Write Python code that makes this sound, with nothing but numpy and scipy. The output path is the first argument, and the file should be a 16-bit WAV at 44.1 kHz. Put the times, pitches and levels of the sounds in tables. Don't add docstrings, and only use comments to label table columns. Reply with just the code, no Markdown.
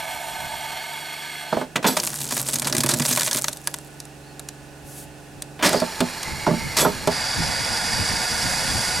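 import sys
import numpy as np
from scipy import signal
from scipy.fft import rfft, irfft, next_fast_len
from scipy.io import wavfile
from scipy.ndimage import map_coordinates

SR = 44100
rng = np.random.default_rng(int(sys.argv[2]) if len(sys.argv) > 2 else 0)


def dump(signal):
    limited = np.clip(np.atleast_2d(signal).T, -1, 1)
    pcm = np.round(limited * 32767).astype(np.int16)
    wavfile.write(sys.argv[1], SR, pcm)


N = 396900
TIME_S = np.arange(N) / SR
N_FFT = next_fast_len(N + SR // 2, real=True)
FREQS_HZ = np.maximum(np.arange(N_FFT // 2 + 1) * SR / N_FFT, 1)
CONTACT_S, BITE_S, STALL_S, BREAK_S, RETURN_S = 1.613, 2.0, 3.74, 5.7, 7.125

# t/s, length/s, snap level/dB, body level/dB
FRACTURES = [(1.7565, 0.016, -24.5, -16), (1.826, 0.019, -35, -31), (1.842, 0.024, -34, -16.5),
             (1.864, 0.032, -14.5, -19.5), (1.9, 0.064, -27, -29), (1.9675, 0.014, -19, -18.5),
             (1.9985, 0.0036, -21, -33), (2.033, 0.004, -42, -30.5), (2.072, 0.0015, -24, -29.5),
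             (2.131, .002, -33, -35.5), (2.308, .005, -26, -32), (2.3217, 0.0058, -23.5, -29),
             (2.367, 0.0084, -31, -27), (2.395, 0.0098, -24, -35), (2.4855, 0.0085, -26, -29.5),
             (2.531, 0.016, -19, -31.5), (2.556, 0.0054, -21, -30.5), (2.586, .0016, -26.5, -40),
             (2.5965, 0.00092, -22.5, -43), (2.6196, 0.0055, -24, -30), (2.645, 0.016, -25, -32),
             (2.670, 0.013, -19, -24.5), (2.697, 0.005, -29, -34), (2.725, 0.0047, -20, -26.5),
             (2.749, .006, -22, -28), (2.7665, 0.0023, -22.5, -28), (2.7805, 0.006, -18.5, -30),
             (2.8045, 0.0084, -18, -27), (2.8350, 0.006, -19, -22), (2.8614, 0.007, -20, -25),
             (2.888, 0.021, -15, -22.5), (2.9115, 0.012, -19, -27), (2.937, 0.0065, -17.5, -27),
             (2.9967, 0.0053, -22, -24), (3.021, 0.0051, -22, -26.5), (3.0506, 0.004, -27, -25),
             (3.059, 0.0017, -23, -36), (3.082, .003, -25, -28), (3.108, 0.009, -21, -25),
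             (3.127, 0.012, -19, -28.5), (3.161, 0.0018, -22, -34), (3.1725, 0.0077, -22, -21),
             (3.1955, 0.0014, -22, -33), (3.2085, 0.0014, -20, -27), (3.218, 0.0028, -24, -27),
             (3.232, 0.0015, -21.5, -31), (3.2625, 0.0016, -24, -32), (3.274, 0.0057, -26, -24),
             (3.311, 0.0031, -20.5, -34), (3.3205, .005, -34, -29), (3.330, .001, -21, -42),
             (3.346, 0.0047, -23, -27), (3.369, .005, -29, -33), (3.3785, 0.0021, -32, -31),
             (3.386, 0.0018, -28, -32), (3.4425, 0.00091, -21.5, -27), (3.4825, 0.0025, -21, -26),
             (3.5296, 0.00093, -30, -46), (3.5708, .001, -35.5, -54), (3.6725, 0.0017, -18, -27),
             (3.7412, 0.0015, -24.5, -35.5), (3.7858, .001, -38, -48), (4.002, 0.0012, -33, -49),
             (4.0527, .001, -43, -55), (4.3946, 0.0011, -33, -40), (4.4867, 0.0016, -31, -41.5),
             (5.4212, 0.0015, -28, -40), (5.591, 0.044, -52, -28.5), (5.624, 0.058, -16, -11),
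             (5.648, 0.047, -13, -15), (5.692, 0.0018, -20.5, -28), (5.70, 0.12, -23.5, -23),
             (5.731, 0.0023, -25, -31), (5.80, .002, -27, -36), (6.004, 0.0033, -22, -21.5),
             (6.010, .001, -31, -27), (6.23, 0.0021, -27.5, -34), (6.766, 0.05, -11, -15.5),
             (6.796, 0.052, -16.5, -19.5), (7.073, 0.007, -25, -23.5)]
# f/Hz, level/dB
SNAP_SPECTRUM = [(1200, -43), (2500, -5.5), (4000, 5), (5500, 4), (8500, 4.5), (11000, 1.5), (14000, -4.5),
                 (16000, -28)]
BODY_SPECTRUM = [(250, -31.5), (550, 2.5), (900, 5.5), (1200, 9.5), (1700, 8.5), (2300, 7), (3500, 4.5),
                 (8000, -16.5)]
THUD_SPECTRUM = [(40, -28), (100, -13), (150, -1), (240, 0), (320, -1.5), (450, -3), (700, -3.5),
                 (2000, -46)]
# f/Hz, width/Hz, lift/dB
BLOCK_PEAKS = [(600, 95, 13), (942, 200, 8.5), (1483, 29, 4.5), (1677, 100, 5.5), (1976, 55, 5),
               (2400, 200, 4), (3530, 140, 6)]
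# t/s, level/dB
CRACKLE_ENVELOPE = [(2.0, -31.5), (2.096, -32.5), (2.2, -29.5), (2.342, -32), (2.5, -31), (2.6, -38.5),
                    (3.0, -32.5), (3.1, -24.5), (3.22, -28.5), (3.35, -29), (3.478, -37), (3.58, -48)]
# t/s, level/dB, f/Hz
SPLINTERS = [(2.0378, -1, 9000), (2.0504, -5, 10000), (2.0682, -2, 9500), (2.19, -13, 8000),
             (2.2153, -8, 8500), (2.2545, -11, 9000), (2.4045, -10, 10000), (2.4157, -5, 11000),
             (2.5255, -12, 7500), (2.5443, -4, 11000), (2.7674, -4, 6000), (2.9145, -9, 8500),
             (2.9385, -8, 8000), (3.054, -9, 8000), (3.2455, -11, 8500), (3.2575, -10, 7500),
             (3.4215, -1, 9000), (3.4429, -4, 7000)]
# t/s, level/dB
LURCHES = [(2.325, -35), (2.56, -34), (2.713, -33), (2.745, -29), (2.777, -27), (2.842, -25), (2.89, -31),
           (2.93, -27), (2.955, -31), (2.999, -24), (3.11, -30.5), (3.35, -32.5)]
WEDGE_HITS = [(1.869, -12), (6.8, -11)]
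# t/s, low level/dB, mid level/dB, upper level/dB
KNOCKS = [(1.526, -27, -23.5, -23.5), (1.568, -30, -23, -29.5), (1.613, -32, -29.5, -30.5),
          (1.843, -25, -27, -21.5), (1.855, -26, -26, -23), (1.884, -25.5, -47, -27.5),
          (5.729, -40, -26, -29), (5.742, -35, -20, -28.5), (5.756, -26, -25, -34),
          (5.819, -24.5, -21, -30), (6.004, -22.5, -25, -32), (6.019, -19, -26, -35),
          (6.466, -26, -29, -21.5), (6.475, -20, -19.5, -33), (6.492, -24, -28, -37),
          (6.508, -18, -29.5, -31), (6.536, -23.5, -35, -35), (6.828, -42, -24, -34),
          (6.849, -26, -21, -19.5), (6.862, -23.5, -23, -26), (6.878, -29.5, -29, -36),
          (7.074, -22, -18.5, -23)]
# f/Hz, level/dB, t60/s
LURCH_MODES = [(119.4, 1, 0.16), (139.4, 3.5, 0.24), (229, 5, 0.19), (294, -3, 0.12), (339, 3, 0.11),
               (418, -6, .1), (624, -2.5, 0.14)]
WEDGE_MODES = [(3424, -14.5, .14), (4575, -9, .08), (5820, -10, .07), (7825, -7, .09), (9450, -10, .06),
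               (11025, -6, .1), (11410, -6, .08), (12090, -8, .09)]
BED_MODE_SETS = [
    [(134, -3, 0.12), (172, 3, 0.16), (206, -14, 0.11), (244.5, 6.5, 0.19), (335, -0.5, 0.089)],
    [(407.7, 5.5, 0.13), (459, -1, 0.092), (505, 0, 0.15), (607, 12.5, 0.076), (683, 5.5, 0.092)],
    [(772, 6, 0.061), (880, 7, 0.089), (973, 8.5, 0.057), (1123, 0.5, 0.094), (1266, 6.5, 0.039),
     (1418, 7, 0.036), (1670, -2, 0.033)],
]
# f/Hz, level/dB
CRACKLE_SPECTRUM = [(300, -10), (700, 7), (2000, -8), (4500, -3.5), (8500, 3), (12000, -.5), (16000, -5)]
GROAN_SPECTRUM = [(60, -18), (105, -16), (135, 13), (180, -10.5), (230, 4), (340, -12), (470, -9.5),
                  (620, -11.5), (1200, -13.5), (4000, -38)]
BARK_SPECTRUM = [(60, -36), (200, 11.5), (900, -3.5), (1500, -2.5), (2500, -13), (5000, -14.5),
                 (15000, -41)]

# t/s, low level/dB, mid level/dB, treble level/dB
ADVANCE_ENVELOPES = [(0.0, -37, -34.5, -41), (0.058, -30.5, -35.5, -40.5), (0.136, -36, -36, -39.5),
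                     (0.638, -35.5, -34.5, -40.5), (1.39, -47, -36, -43), (1.482, -37, -36, -43.5),
                     (1.5, -45, -37, -44)]
RETURN_ENVELOPES = [(7.16, -33.5, -27, -33.5), (8.774, -31.5, -25.5, -28), (8.95, -32, -26, -29.5)]
# f/Hz, level/dB
ADVANCE_SPECTRUM = [(100, -25), (250, -25), (420, -18.5), (1000, -16), (2000, -2), (3000, 6), (5000, -2.5),
                    (7500, 3), (10500, 0), (12500, 4.5), (14200, -1), (16000, -67)]
COAST_SPECTRUM = [(100, -1), (250, -2), (420, 0), (1000, 0), (2000, -3), (3000, -9.5), (5000, -4),
                  (7500, -9), (10500, -10.5), (12500, -13), (14200, -20), (16000, -33)]
RETURN_SPECTRUM = [(100, -7.5), (250, -6), (420, -15.5), (1000, -7), (2000, -18.5), (3000, -18.5),
                   (5000, 1.5), (7500, -16), (10500, -15), (12500, -26.5), (14200, -29), (16000, -50)]
# f/Hz, width/Hz, lift/dB
ADVANCE_PEAKS = [(410, 35, 4), (577, 174, 15.5), (664, 150, 21.5), (703, 30, 8.5), (758, 65, 19),
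                 (820, 40, -6), (875, 44, 12.5), (919, 180, 29), (1204, 280, 18), (1527, 64, 18.5),
                 (1700, 173, 16.5), (2160, 56, 11.5), (2250, 570, 7), (3340, 77, 12.5), (3800, 84, 3.5),
                 (4240, 95, 9), (4640, 300, 2.5), (5300, 120, 6), (5740, 340, 7.5), (7000, 300, 4),
                 (8330, 120, 10), (8940, 200, 6.5), (9930, 330, 8)]
COAST_PEAKS = [(882, 37, 12), (1698, 170, 7.5), (2160, 150, 4.5), (2400, 170, 6.4), (2834, 280, 7),
               (3330, 82, 9.6), (3940, 200, 5), (4260, 88, 9), (4760, 86, 7.5), (5540, 160, 7.9),
               (7070, 260, 6.8), (8850, 400, 3), (9550, 250, 6)]
RETURN_PEAKS = [(412, 19, 9), (472, 45, 12.5), (545, 25, 13.5), (642, 62, 9), (735, 63, 9.5),
                (884, 190, 9.5), (1180, 50, 3.5), (1444, 83, 13), (1682, 357, 16.5), (1850, 67, 9),
                (2020, 54, 11), (2183, 274, 16), (2553, 370, 13), (2930, 230, 11.5), (3385, 215, 12),
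                (3715, 100, 7), (4605, 150, 6), (4800, 114, 8), (4930, 65, -10), (5000, 110, 2.5),
                (5320, 80, -7), (5500, 80, 3), (6170, 120, -5), (6500, 200, 4.5), (7530, 200, 9),
                (8130, 350, 3), (8900, 250, -3), (9530, 700, 4)]
# start/s, end/s, top f/Hz, pitch drop at both ends/fraction, width/Hz, level/dB
WHISTLES = [(0, .22, 2270, .02, 110, -44), (.48, 1.56, 4570, 0.04, 90, -47),
            (0.561, 1.415, 2202, 0.03, 78.8, -44), (.56, .82, 3210, .01, 49.8, -47),
            (.85, 1.5, 3396, 0.01, 70, -47), (4.25, 4.323, 4350, .045, 200, -58),
            (5.675, 5.805, 4720, .015, 479, -33), (6.1, 7.109, 4680, .045, 170, -46.5),
            (6.25, 6.74, 2160, .03, 150, -39), (7.151, 8.35, 4760, 0, 220, -36)]

# t/s, f/Hz
MOTOR_SPEED = [(0, 24.55), (1.5, 24.6), (2.1, 26), (2.45, 21.8), (3.2, 20.3), (3.6, 23.8), (4.4, 23),
               (5.55, 23.0), (5.9, 29), (7.1, 21.4), (9, 30)]
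# t/s, load/fraction
PUMP_LOAD = [(0, 0), (1.5, 0.16), (1.85, 0.6), (2.3, 0.7), (3.8, 0.74), (4.3, 0.8), (5.6, 1), (5.9, 0.3),
             (9, 0.4)]
# harmonic number, level/dB
FREE_HARMONICS = [(2, -12), (3, -4), (4, -9), (5, -12), (6, 7), (7, -2), (9, 1), (10, -5), (12, 3),
                  (14, -7), (15, 2.5), (17, 0), (18, -7), (21, -8), (29, 5)]
LOADED_HARMONICS = [(2, -13), (3, -6), (6, 3.5), (7, -6), (8, -15), (9, -9), (10, -14), (11, -10), (12, -9),
                    (13, 0.5), (15, -13), (16, -8), (17, -14), (18, -6), (19, -11), (20, -17), (21, -14),
                    (24, -6), (27, -17), (28, -14), (29, -17), (30, -14), (33, -7.5), (34, -13), (37, -9.5)]
# f/Hz, level/dB
RUSH_SPECTRUM = [(18, -40), (30, 0), (90, -40), (141, -1), (245, -21), (295, -7), (499, -6), (554, -3.5),
                 (780, -4.5), (962, -8), (1460, -14), (2060, -13.5), (2750, -15), (9220, -16.5),
                 (16000, -30.5)]
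# f/Hz, width/Hz, lift/dB
HOUSING_PEAKS = [(836, 60, 4), (1480, 100, 13), (1720, 130, 8.5), (1860, 53, 5), (2590, 220, 7),
                 (2790, 96, 6)]

# t/s, level/dB
GRASS_ENVELOPE = [(4.75, -84), (4.88, -48.5), (5.0, -40), (5.04, -42.5), (5.1, -90)]
BREEZE_ENVELOPE = [(0, -54), (.6, -50), (1.1, -85), (3.9, -63), (4.3, -59), (6.2, -57), (6.33, -41.5),
                   (9, -39.5)]
GUSTS = [(4.18, -53), (4.85, -54), (6.33, -37), (6.93, -37), (7.3, -36.5), (7.4, -28), (7.5, -30.5),
         (7.7, -33), (8.01, -32.5), (8.12, -28.5), (8.34, -31), (8.46, -27.5), (8.68, -32), (8.76, -30.5)]
# f/Hz, level/dB
GRASS_SPECTRUM = [(1500, -14), (5000, -7.5), (10000, .5), (13000, -5), (16000, -16)]
WIND_SPECTRUM = [(20, -8), (40, -3.5), (75, 1.5), (140, 1), (220, -4.5), (320, -13), (600, -34),
                 (2000, -70)]
WIND_SIDE = [(35, -12), (130, -6), (300, 2)]

# f/Hz, left minus right/dB
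BLOCK_BALANCE = [(60, -2), (380, -4.5), (700, -3.5), (1300, -1.5), (4400, -.2), (15000, -1.3)]
BED_BALANCE = [(60, -3), (200, -6), (700, -5), (2400, -2.5), (15000, -1.5)]
MACHINE_BALANCE = [(60, -1), (150, -4.3), (300, -4.5), (700, -4.8), (1300, -2.6), (2400, -2.4),
                   (4400, -1.3), (8000, -2.8), (15000, -2.3)]
# f/Hz, phase/rad
MACHINE_LEAD = [(0, 0), (2070, 0.27), (2930, 0.64), (3880, 0.14), (11400, -0.78), (16200, -1.2)]


def fractures(grain_db, tail_s, thud_tail_s):
    t = np.arange(SR // 7) / SR
    trains = np.zeros((3, N))
    for start_s, length_s, snap_db, body_db in [*FRACTURES, *stick_slip(rate_hz=37, spread_db=2.5)]:
        doublings = np.log2(length_s / .0053)
        snap_hz = 6860 * 2 ** (-.053 * doublings + rng.uniform(-.6, .6))
        thud_db = body_db - 8.5 + 1.54 * doublings
        grains = from_db(grain_db * np.repeat(rng.standard_normal(len(t)), 16)[:len(t)])
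        tails_s = np.array([[tail_s], [2 * tail_s], [thud_tail_s]]) + .35 * length_s
        attack = 1 - np.exp(-(t + 1 / SR) / (.031 * length_s))
        decay = np.exp(-np.maximum(t - .53 * length_s, 0) / tails_s)
        bursts = rng.standard_normal((3, len(t))) * grains * attack * decay
        bursts[0] += .9 * fibre(bursts[0], snap_hz, q=2.5)
        for train, db, burst in zip(trains, (snap_db, body_db, thud_db), bursts):
            add(train, start_s, from_db(db) * burst * np.sqrt(.01 * SR / np.sum(burst ** 2)))
    snap = colour(trains[0], spectrum(SNAP_SPECTRUM))
    body = colour(trains[1], spectrum(BODY_SPECTRUM, BLOCK_PEAKS))
    thud = colour(trains[2], spectrum(THUD_SPECTRUM))
    return from_db(-2) * snap + body + thud


def stick_slip(rate_hz, spread_db):
    gap, softness, size = rng.uniform(-1, 1, (120, 3)).T
    times_s = BITE_S + np.cumsum(1 + .8 * gap) / rate_hz
    snap_db = 20 * np.log10(np.interp(times_s, TIME_S, crackle_gain())) - 2 - spread_db * softness
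    rows = np.transpose([times_s, .00062 * 4 ** size, snap_db, snap_db - 9.5])
    return rows[times_s < STALL_S + .5]


def crackle(rate_hz, spread_db):
    ticks = (rng.random(N) < rate_hz / SR) * rng.choice([-1, 1], N)
    ticks = ticks * from_db(spread_db * np.minimum(rng.exponential(1, N), 5))
    pitches_hz = np.geomspace(2000, 13000, 9)
    pitch_index = rng.integers(0, len(pitches_hz), N)
    snaps = sum(fibre(ticks * (pitch_index == k), hz, q=3.5) for k, hz in enumerate(pitches_hz))
    snaps = unit_rms(colour(snaps, spectrum(CRACKLE_SPECTRUM)))
    return crackle_gain() * from_db(-.5 + 2.8 * drift(51)) * snaps


def crackle_gain():
    gate = swell(BITE_S, STALL_S, rise_db_per_s=205, fall_db_per_s=47)
    return from_db(envelopes(CRACKLE_ENVELOPE)[0]) * gate


def splinters(q):
    out, impulse = np.zeros(N), signal.unit_impulse(SR // 100)
    bandpass = signal.butter(2, [3000, 14500], "band", fs=SR, output="sos")
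    for start_s, db, hz in SPLINTERS:
        click = signal.sosfilt(bandpass, fibre(impulse, hz, q))
        add(out, start_s, from_db(db) * click / np.max(np.abs(click)))
    return out


def fibre(x, hz, q):
    return signal.lfilter(*signal.iirpeak(hz, q, fs=SR), x + 1e-18)


def groan(level_db, rough_db):
    pressing = swell(2.62, 3.06, rise_db_per_s=15.5, fall_db_per_s=37) * flow_gate(BITE_S, BREAK_S)
    rubbing = colour(rng.standard_normal(N), spectrum(GROAN_SPECTRUM))
    out = from_db(level_db + rough_db * drift(34.9)) * pressing * rubbing
    highpass = signal.butter(2, 110, "high", fs=SR, output="sos")
    for start_s, db in LURCHES:
        lurch = signal.sosfilt(highpass, ring(LURCH_MODES, detune=.04))
        add(out, start_s, from_db(db) * unit_onset(lurch))
    return out


def knocks(clatter_db, clatter_s):
    out, bark = np.zeros((2, N))
    t = np.arange(SR // 4) / SR
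    for start_s, *levels_db in KNOCKS:
        for modes, db in zip(BED_MODE_SETS, levels_db):
            add(out, start_s, from_db(db - .3) * unit_onset(ring(modes, detune=.035)))
        clatter = rng.standard_normal(len(t)) * np.exp(-t / clatter_s)
        add(bark, start_s, from_db(levels_db[2] + clatter_db) * clatter)
    return out + colour(bark, spectrum(BARK_SPECTRUM))


def wedge(scrape_s):
    t = np.arange(SR // 4) / SR
    out = np.zeros(N)
    for start_s, db in WEDGE_HITS:
        scrape = rng.standard_normal(len(t)) * np.exp(-t / scrape_s)
        scrape /= np.sqrt(np.sum(scrape ** 2))
        add(out, start_s, from_db(db) * signal.fftconvolve(scrape, ring(WEDGE_MODES, detune=0)))
    return out


def ring(modes, detune):
    t = np.arange(SR // 3) / SR
    hz, db, t60_s = np.transpose(modes)[:, :, None]
    strength, phase, shift = rng.standard_normal((3, len(modes), 1))
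    waves = np.sin(2 * np.pi * (hz * (1 + detune * shift) * t + phase))
    decay = np.exp(-np.log(1000) * t / t60_s)
    attack = 1 - np.exp(-t / .0018)
    return np.sum(from_db(db + 2 * strength) * waves * decay, axis=0) * attack


def oil(shaft_rad, ripple, flutter_db, rasp_db):
    lines_db = standing_waves(spread_db=2.6, spacing_hz=50)
    advance_db = spectrum(ADVANCE_SPECTRUM, ADVANCE_PEAKS) + lines_db
    advance = banded_hiss(ADVANCE_ENVELOPES, advance_db, edges_hz=(1200, 5000), side_db=-20)
    advance = waver(advance, depth=.003) * flow_gate(0, CONTACT_S)
    advance *= unit_rms(from_db(rasp_db * drift(160)))
    coast = noise(spectrum(COAST_SPECTRUM, COAST_PEAKS) + lines_db, side_db=-16)
    coast = from_db(-32.5) * waver(coast, depth=.006) * flow_gate(BREAK_S, RETURN_S)
    back_db = spectrum(RETURN_SPECTRUM, RETURN_PEAKS) + .5 * lines_db
    back = banded_hiss(RETURN_ENVELOPES, back_db, edges_hz=(1200, 7000), side_db=-14)
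    back *= flow_gate(RETURN_S, N / SR)
    flow = advance + coast + back + valve_whistle(wander=.012, rough_db=3)
    strokes = np.cos(shaft_rad) + np.cos(3 * shaft_rad) + np.cos(6 * shaft_rad)
    return flow * (1 + ripple * strokes) * from_db(flutter_db * drift(30))


def banded_hiss(levels, spectrum_db, edges_hz, side_db):
    low, low_and_mid = [1 / (1 + (FREQS_HZ / hz) ** 10) for hz in edges_hz]
    bands = low, np.abs(low_and_mid - low), 1 - low_and_mid
    return sum(from_db(db) * noise(spectrum_db, side_db, np.sqrt(band))
               for db, band in zip(envelopes(levels), bands))


def standing_waves(spread_db, spacing_hz):
    knots = rng.standard_normal(1000)
    ripple_db = spread_db * np.interp(FREQS_HZ / spacing_hz, np.arange(len(knots)), knots)
    return ripple_db / (1 + (3500 / FREQS_HZ) ** 4)


def valve_whistle(wander, rough_db):
    unsteady, out = 1 + wander * drift(16), 0
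    for start_s, end_s, top_hz, drop, width_hz, db in WHISTLES:
        arch = 1 - drop * np.interp(TIME_S, [start_s, end_s], [-1, 1]) ** 2
        hz = top_hz * unsteady * arch + .5 * width_hz * drift(2 * width_hz)
        tone = from_db(rough_db * drift(200)) * np.cos(2 * np.pi * np.cumsum(hz) / SR)
        out += from_db(db) * flow_gate(start_s, end_s) * unit_rms(tone)
    return out


def flow_gate(start_s, end_s):
    return swell(start_s, end_s, rise_db_per_s=355, fall_db_per_s=268)


def motor(free_db, loaded_db, wobble):
    speed_hz = envelopes(MOTOR_SPEED)[0] * (1 + wobble * drift(14))
    load = envelopes(PUMP_LOAD)[0]
    shaft_rad = 2 * np.pi * np.cumsum(speed_hz) / SR
    turn_rad = np.linspace(0, 2 * np.pi, 2048)
    phases_rad = rng.uniform(0, 2 * np.pi, 64)
    hum = np.zeros(N)
    for harmonics, gain in ((FREE_HARMONICS, from_db(free_db) * (1 - load)),
                            (LOADED_HARMONICS, from_db(loaded_db) * load)):
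        cycle = sum(from_db(db) * np.sin(k * turn_rad + phases_rad[k]) for k, db in harmonics)
        hum += gain * np.interp(shaft_rad % (2 * np.pi), turn_rad, unit_rms(cycle))
    return hum * from_db(.8 * drift(11)), shaft_rad


def rush(level_db):
    channel_db = np.array([[-1.3], [1.2]])
    return from_db(level_db + channel_db) * noise(spectrum(RUSH_SPECTRUM, HOUSING_PEAKS), side_db=-6.5)


def shoe_on_grass(rough_db):
    gain = from_db(envelopes(GRASS_ENVELOPE)[0] + rough_db * drift(52))
    return gain * noise(spectrum(GRASS_SPECTRUM), side_db=-12)


def wind(gain_db, buffet_db):
    gusts = [from_db(db) * swell(s, s, rise_db_per_s=220, fall_db_per_s=140) for s, db in GUSTS]
    force = np.max([from_db(envelopes(BREEZE_ENVELOPE)[0]), *gusts], axis=0)
    force *= from_db(gain_db + buffet_db * drift(18))
    return force * noise(spectrum(WIND_SPECTRUM), side_db=spectrum(WIND_SIDE))


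def yard_echo(x, echo_db, t60_s):
    t = np.arange(SR // 3) / SR
    tail = rng.standard_normal((2, len(t))) * np.exp(-np.log(1000) * t / t60_s) * (t > .003)
    tail = signal.lfilter([.55], [1, -.45], tail)
    tail /= np.sqrt(np.sum(tail[0] ** 2))
    return x + from_db(echo_db) * filtered(x, rfft(tail, N_FFT))


def place(x, balance, lead_rad=0):
    right = from_db(-spectrum(balance))
    ears = 2 * np.array([np.ones_like(right), right * np.exp(-1j * lead_rad)]) / (1 + right)
    return filtered(x, ears)


def waver(x, depth):
    position = np.arange(N) + np.cumsum(depth * drift(12))
    return np.array([map_coordinates(channel, [position], order=3, mode="mirror") for channel in x])


def noise(spectrum_db, side_db, weights=1):
    real, imaginary = rng.standard_normal((2, 2, len(FREQS_HZ)))
    mid, side = (real + 1j * imaginary) * from_db(spectrum_db) * weights
    return unit_rms(irfft(mid + from_db(side_db) * side * [[1], [-1]], N_FFT)[:, :N])


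def colour(x, spectrum_db):
    cepstrum = irfft(np.log(unit_rms(from_db(spectrum_db))), N_FFT)
    cepstrum[1:N_FFT // 2] *= 2
    cepstrum[N_FFT // 2 + 1:] = 0
    return filtered(x, np.exp(rfft(cepstrum)))


def filtered(x, response):
    return irfft(rfft(x, N_FFT) * response, N_FFT)[..., :N]


def spectrum(points, peaks=()):
    hz, values = np.transpose(points)
    lifts_db = sum(db / (1 + (2 * (FREQS_HZ - f) / width) ** 2) for f, width, db in peaks)
    return np.interp(np.log(FREQS_HZ), np.log(hz), values) + lifts_db


def envelopes(rows):
    times_s, *columns = np.transpose(rows)
    return [np.interp(TIME_S, times_s, column) for column in columns]


def swell(start_s, end_s, rise_db_per_s, fall_db_per_s):
    before_db = rise_db_per_s * np.maximum(start_s - TIME_S, 0)
    after_db = fall_db_per_s * np.maximum(TIME_S - end_s, 0)
    return from_db(-np.minimum(before_db + after_db, 200))


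def drift(rate_hz):
    knots = rng.standard_normal(16000)
    return unit_rms(np.interp(TIME_S * rate_hz, np.arange(len(knots)), knots))


def add(out, start_s, sound):
    at = int(start_s * SR)
    out[at:at + len(sound)] += sound[:N - at]


def unit_onset(x):
    return x / np.std(x[:SR * 3 // 100])


def unit_rms(x):
    return x / np.sqrt(np.mean(x ** 2) + 1e-20)


def from_db(db):
    return 10 ** (np.asarray(db) / 20)


def scene():
    hum, shaft_rad = motor(free_db=-49.5, loaded_db=-43, wobble=.00307)
    background = rush(level_db=-47) + shoe_on_grass(rough_db=2.6) + wind(gain_db=3.5, buffet_db=3.5)
    hiss = oil(shaft_rad, ripple=.071, flutter_db=.5, rasp_db=.7)
    steel = knocks(clatter_db=1.5, clatter_s=.023) + wedge(scrape_s=.034)
    wood = crackle(rate_hz=4500, spread_db=4.5) + fractures(grain_db=4, tail_s=.0023, thud_tail_s=.039)
    wood += splinters(q=2.7) + groan(level_db=-34, rough_db=3.5)
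    machine = place(hum + hiss, MACHINE_BALANCE, lead_rad=spectrum(MACHINE_LEAD))
    bed = place(yard_echo(steel, echo_db=-18.5, t60_s=.22), BED_BALANCE)
    block = place(yard_echo(wood, echo_db=-20.5, t60_s=.32), BLOCK_BALANCE)
    return block + bed + machine + background


def record(dry):
    ceiling, cutoff_hz = .6, 16000
    lowpass = signal.ellip(10, .1, 80, cutoff_hz, fs=SR, output="sos")
    return signal.sosfilt(lowpass, ceiling * np.tanh(dry / ceiling))


dry = scene()
out = record(dry)
dump(out)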